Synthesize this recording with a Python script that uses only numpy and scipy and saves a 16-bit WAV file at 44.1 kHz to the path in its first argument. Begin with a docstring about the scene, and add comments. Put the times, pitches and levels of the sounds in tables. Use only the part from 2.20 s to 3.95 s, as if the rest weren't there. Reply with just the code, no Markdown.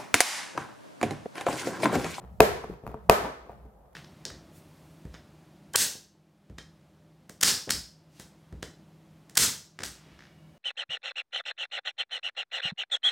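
"""Fingers rub softly on card in a faintly humming room, then a nail snaps off the seal of a small cardboard box.
Close to a microphone pair, two such snaps overload the input; between and after them come soft taps and rubbing.
Each blow is a short force ringing decaying modes of box, tray and seal edge, plus a burst of noise for the crack.
The rub is shaped noise grains, the held box shaped rumble; a banded noise tail is the room's answer."""
import sys
import numpy as np
from scipy import signal
from scipy.fft import rfft, irfft
from scipy.io import wavfile

SR = 44100
rng = np.random.default_rng(int(sys.argv[2]) if len(sys.argv) > 2 else 0)


def dump_mix(stems):
    """Bounce the given channels to the path in sys.argv[1] as a 16-bit WAV at rate SR."""
    frames = np.atleast_2d(stems).T  # one column per channel
    limited = np.clip(frames, -1, 1)  # hard clip at full scale
    pcm = np.round(limited * 32767).astype(np.int16)
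    wavfile.write(sys.argv[1], SR, pcm)


N = 77175


def undb(db):
    """Turn decibels into an amplitude factor."""
    return 10 ** (np.asarray(db) / 20)


def unit(x):
    """Scale to an RMS of one, over all channels together."""
    return x / np.sqrt(np.mean(x ** 2))


def stereo(mid, side):
    """Left is mid plus side, right is mid minus side."""
    return mid + side * np.array([[1], [-1]])


def colour(x, points):
    """Filter by (frequency [Hz], level [dB]) points: -80 dB below the first, the last level held above."""
    hz, db = np.array(points, float).T
    f = np.log(np.fft.rfftfreq(x.shape[-1], 1 / SR) + 1)
    gain = undb(np.interp(f, np.log(hz), db, left=-80))
    return irfft(rfft(x) * gain, x.shape[-1])


def ring(modes, stretch, t):
    """Sum of sines, each losing 60 dB in its own t60 times the stretch."""
    hz, db, t60 = np.array(modes).T[:, :, None]
    decay = np.exp(-np.log(1000) * t / (t60 * stretch))
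    return np.sum(undb(db) * np.sin(2 * np.pi * hz * t) * decay, axis=0)


AIR_DB, AIR_WIDE_HZ = -57.5, 869  # RMS level of the mid; corner below which the sides grow alike
# Spectrum of the room's own hum and hiss: (frequency [Hz], relative level [dB per Hz])
AIR_SPECTRUM = [(20, -32.5), (42, -9), (62, 3), (90, -34.5), (150, -14), (300, -26), (480, -18.5),
                (750, -17), (1050, -26.5), (1500, -40.5), (2200, -51), (6000, -53.5), (10000, -51.5),
                (13000, -47), (16000, -57)]


def room_air():
    """Quiet hum and hiss of the place: shaped noise, alike on both sides in the bass."""
    mid, side = colour(rng.standard_normal((2, N)), AIR_SPECTRUM)
    side = signal.lfilter(*signal.butter(1, AIR_WIDE_HZ, "high", fs=SR), side)
    return undb(AIR_DB) * stereo(mid, side) / np.std(mid)


ROOM_DELAY_S, ROOM_RISE_S = .004, .006
# Room tail by band: (centre [Hz], level [dB], t60 [s], side minus mid [dB])
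ROOM_BANDS = [(60.2, -39.5, 0.35, 2), (132, -24.5, 0.96, -15), (240, -24.5, .55, -14.5),
              (485, -18.5, 0.58, -6.5), (800, -17.5, 0.49, 0.5), (1503, -20, 0.63, 2.3),
              (2480, -15, .55, -1.75), (4500, -19, 0.58, 1.4), (7600, -20, 0.47, -0.8),
              (12500, -22, .36, -4), (15000, -18.5, 0.25, 6.1), (16300, -43, .2, -0.7)]


def room_tail(x):
    """Diffuse answer of the walls: noise in overlapping bands, each with its own decay and width."""
    t = np.arange(SR) / SR
    f = np.log(np.fft.rfftfreq(SR, 1 / SR) + 1)
    centres = np.log(np.array(ROOM_BANDS)[:, 0])
    spectra, tail = rfft(rng.standard_normal((2, SR))), 0
    for k, (_, db, t60, side_db) in enumerate(ROOM_BANDS):
        band = np.interp(f, centres, np.arange(len(ROOM_BANDS)) == k)
        mid, side = irfft(spectra * band, SR)
        decay = np.exp(-np.log(1000) * t / t60)
        tail = tail + undb(db) * decay * stereo(mid, undb(side_db) * side)
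    tail = tail * np.clip((t - ROOM_DELAY_S) / ROOM_RISE_S, 0, 1) / 10
    return signal.fftconvolve(x[None], tail, axes=1)[:, :N]


RUMBLE_SIDE_DB = -10
# Level of the rubbing hand: (time [s], card rustle level [dB], held-box rumble level [dB])
RUB_LEVELS = [(0, -52, -54.5), (.05, -57.5, -47.5), (.09, -58.5, -52), (.14, -78.5, -47), (.2, -68, -48.5),
              (.3, -46.5, -35), (.44, -54.5, -56), (0.518, -52, -41.5), (.61, -68.5, -66),
              (0.651, -58, -49), (.7, -49.5, -42), (0.758, -56.5, -57.5), (.86, -66, -48),
              (1.052, -33.5, -47), (1.18, -63.5, -66), (1.28, -54, -62.5), (1.311, -53.5, -49),
              (1.38, -64, -52.5), (1.46, -64, -56.5), (1.501, -67, -60.5), (1.75, -67, -65.5)]
# Spectrum of the held box: (frequency [Hz], level [dB])
RUMBLE_SPECTRUM = [(25, -17), (45, -17), (62, 23.5), (85, 4.5), (140, 7), (200, 9), (300, -39.5)]


def box_rumble():
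    """The held box rumbles: low noise following the hand, nearly alike on both sides."""
    s, _, rumble_db = np.array(RUB_LEVELS).T
    level = undb(np.interp(np.arange(N) / SR, s, rumble_db))
    mid, side = unit(colour(rng.standard_normal((2, N)), RUMBLE_SPECTRUM)) * level
    return stereo(mid, undb(RUMBLE_SIDE_DB) * side)


GRAINS_PER_S, GRAIN_SPREAD_DB = 1800, 1.5
# Spectrum of skin on card: (frequency [Hz], level [dB])
RUSTLE_SPECTRUM = [(100, -8), (250, -3), (500, 0), (900, -3), (1400, -12), (2500, -24), (6000, -36),
                   (16000, -42)]


def finger_rub():
    """Skin slips over the card in small uneven grains, at random times and strengths."""
    s, rustle_db, _ = np.array(RUB_LEVELS).T
    chance = rng.random((2, N))
    slips = chance[0] < GRAINS_PER_S / SR
    strength = undb(-GRAIN_SPREAD_DB * np.log(chance[1] + 1e-9))
    grains = slips * rng.standard_normal(N) * strength
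    return unit(colour(grains, RUSTLE_SPECTRUM)) * undb(np.interp(np.arange(N) / SR, s, rustle_db))


# Modes of the stiff seal edge: (frequency [Hz], level [dB], t60 before a slight shortening [s])
SEAL_MODES = [(2487, 9.5, .011), (3144, -20.5, .008), (4780, -3, 0.0095), (7400, 0.5, 0.0048),
              (14020, 6, 0.0044)]
SEAL_MAX_DB = -12  # a light touch cannot ring the edge louder than this, relative to the blow


def seal_edge(db, crack_db, ms, t):
    """The seal edge rings from the middle of the contact, as loud as the crack up to a limit."""
    release = np.arange(400) == int(ms * SR / 2000)  # one pulse, half the contact time in
    edge = np.convolve(ring(SEAL_MODES, 0.98, t), release)[:len(t)]
    return undb(min(crack_db, db + SEAL_MAX_DB)) * edge


CRACK_S, CRACK_TAIL_S, CRACK_TAIL_DB, CRACK_SIDE_DB = .0005, .004, -8, -3.5
# Spectrum of the paper crack: (frequency [Hz], level [dB])
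CRACK_SPECTRUM = [(300, -55), (1500, 7.5), (3000, -5), (6000, -6.5), (9000, -7.5), (13000, -3.5),
                  (15000, -8), (16500, -25.5)]


def paper_crack(crack_db, hiss, t):
    """Tearing paper: a sharp noise burst with a weaker tail, returned as mid and side."""
    burst = np.exp(-t / CRACK_S) * (t / CRACK_S) * np.e
    burst = burst + undb(CRACK_TAIL_DB) * np.exp(-t / CRACK_TAIL_S)
    mid, side = undb(crack_db) * burst * unit(colour(hiss, CRACK_SPECTRUM))
    return mid, undb(CRACK_SIDE_DB) * side


FAR_RING = 0.097  # share of the ring time that carries into the room
FAR_AIR_DB = -8.5  # the box air note, as the walls get it
# Box modes: (frequency [Hz], level [dB], t60 before each blow's factor [s]); the first is the air inside
BOX_MODES = [(439.4, -1.5, 0.23), (523.3, 0.5, .04), (662.4, -14, 0.15), (696, -2.5, 0.035),
             (751, 4.5, 0.017), (934.7, 4, 0.022), (1140, -7.5, 0.059), (1465, -27.5, 0.0083),
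             (1670, -18.5, 0.013)]
# Tray and table modes: (frequency [Hz], level [dB], t60 before each blow's factor [s])
TRAY_MODES = [(63.6, -22, 0.41), (95, -16.5, 0.06), (139.6, -14.5, 0.16), (157, -21.5, 0.12),
              (205.4, -19.5, 0.41), (231.6, -12, 0.11)]
# Nail blows: (time [s], level [dB], contact [ms], paper crack level [dB], ring length [factor],
# tray thump relative to the blow [dB], change of the box air mode [dB])
NAIL_BLOWS = [(0.1999, -30, 1.78, -68, .5, -6, 9), (0.2042, 2, 1.474, -12, 0.62, -7.2, -5),
              (0.4394, -33.5, 0.89, -67, 1.3, 0.5, -30), (.4432, -31, 1.04, -57.5, 0.25, -5.5, 5.8),
              (0.4979, -25.5, 3.65, -65.5, 0.16, 3, 2), (0.538, -46.5, 1.18, -62, .6, 9.5, .1),
              (.636, -41, 2.4, -71, 1.8, 8.9, -0.7), (0.6663, -30, 0.86, -53.5, 0.32, .1, -6.6),
              (0.674, -40.5, 2.9, -58.5, .4, 0, -1), (.6765, -35.5, 0.84, -55, .6, 7.1, 6.3),
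              (.7428, -31.5, 1.1, -62, 0.85, 5.8, 2.5), (0.8917, -32, 0.94, -68.5, .6, 8.5, 4.3),
              (.8965, 2.5, 1.06, -12, 0.55, -10.5, -10.5), (1.295, -36.5, 1.55, -65.5, 1.24, -6, -23.5),
              (1.317, -47.5, 1, -69.5, 0.39, -1, -15.5), (1.453, -42, 4.34, -76, 1.15, 9, -1),
              (0.692, -40, 2.1, -65.5, 0.74, 1, -3.5), (.716, -40.5, 1.9, -63.5, 0.36, -0.3, 2.5),
              (1.731, -71, 0.99, -67.5, 0.22, -0.5, 3.9)]


def nail_blows():
    """The nail loads the card and lets go, ringing the box; its push thumps the tray; the seal edge cracks.
    Returns the body sound, the crack left and right, and the shorter sound that reaches the walls."""
    out, t = np.zeros((4, 2 * N)), np.arange(SR // 2) / SR
    noise = rng.standard_normal((len(NAIL_BLOWS), 2, len(t)))
    pulse = (np.arange(len(t)) == 200).astype(float)
    click = colour(pulse, CRACK_SPECTRUM) * np.exp(-((t * SR - 200) / 80) ** 2)
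    for (s, db, ms, crack_db, stretch, tray_db, air_db), hiss in zip(NAIL_BLOWS, noise):
        phase = np.clip(t[:400] / (ms / 1000), 0, 1)
        push = np.sin(np.pi * phase) ** 2
        flick = np.sin(2 * np.pi * phase) * np.sin(np.pi * phase)  # load, then let go
        air_hz, air_mode_db, air_t60 = BOX_MODES[0]
        box = [(air_hz, air_mode_db + air_db, air_t60)] + BOX_MODES[1:]

        def hit(force, modes, length):
            """Ring the modes with a force of this blow's level."""
            return np.convolve(ring(modes, length, t), force / push.sum())[:len(t)] * undb(db)

        body = hit(flick, box, stretch) + seal_edge(db, crack_db, ms, t)
        body = body + undb(tray_db) * hit(push, TRAY_MODES, stretch)
        mid, side = paper_crack(crack_db, hiss, t)
        far = hit(flick, box, FAR_RING) + undb(tray_db) * hit(push, TRAY_MODES, FAR_RING)
        far = far + undb(FAR_AIR_DB) * hit(flick, box[:1], stretch)
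        # the walls get the crack as a compact click of equal energy
        far = far + click * np.sqrt(np.sum(mid ** 2) / np.sum(click ** 2))
        i = int(s * SR)
        out[:, i:i + len(t)] += [body, mid + side, mid - side, far]
    return out[:, :N]


PORT_LAG_S, PAN_DB = .00006, 1.5  # near sound reaches the right microphone later and weaker


def scene():
    """Close sound on the microphone pair, with the room's answer, the rumble and the air added."""
    rustle, rumble = finger_rub(), box_rumble()
    body, crack_left, crack_right, far = nail_blows()
    near = body + rustle
    f = np.fft.rfftfreq(N, 1 / SR)
    near_right = irfft(rfft(near) * np.exp(-2j * np.pi * f * PORT_LAG_S), N)
    left = (near + crack_left) * undb(PAN_DB / 2)
    right = (near_right + crack_right) * undb(-PAN_DB / 2)
    return np.array([left, right]) + room_tail(far + rustle) + rumble + room_air()


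MIC_LOW_HZ, TOP_HZ, CLIP_KNEE = 33.6, 16300, 10  # a higher knee bends more sharply into clipping


def record(dry):
    """The microphones lose the deepest bass; the input clips at full scale; the top is cut."""
    dry = signal.lfilter(*signal.butter(2, MIC_LOW_HZ, "high", fs=SR), dry)
    clipped = dry / (1 + np.abs(dry) ** CLIP_KNEE) ** (1 / CLIP_KNEE)
    top_cut = signal.ellip(10, .2, 70, TOP_HZ, fs=SR, output="sos")
    return np.clip(signal.sosfilt(top_cut, clipped), -1, 1)


dry = scene()
out = record(dry)
dump_mix(out)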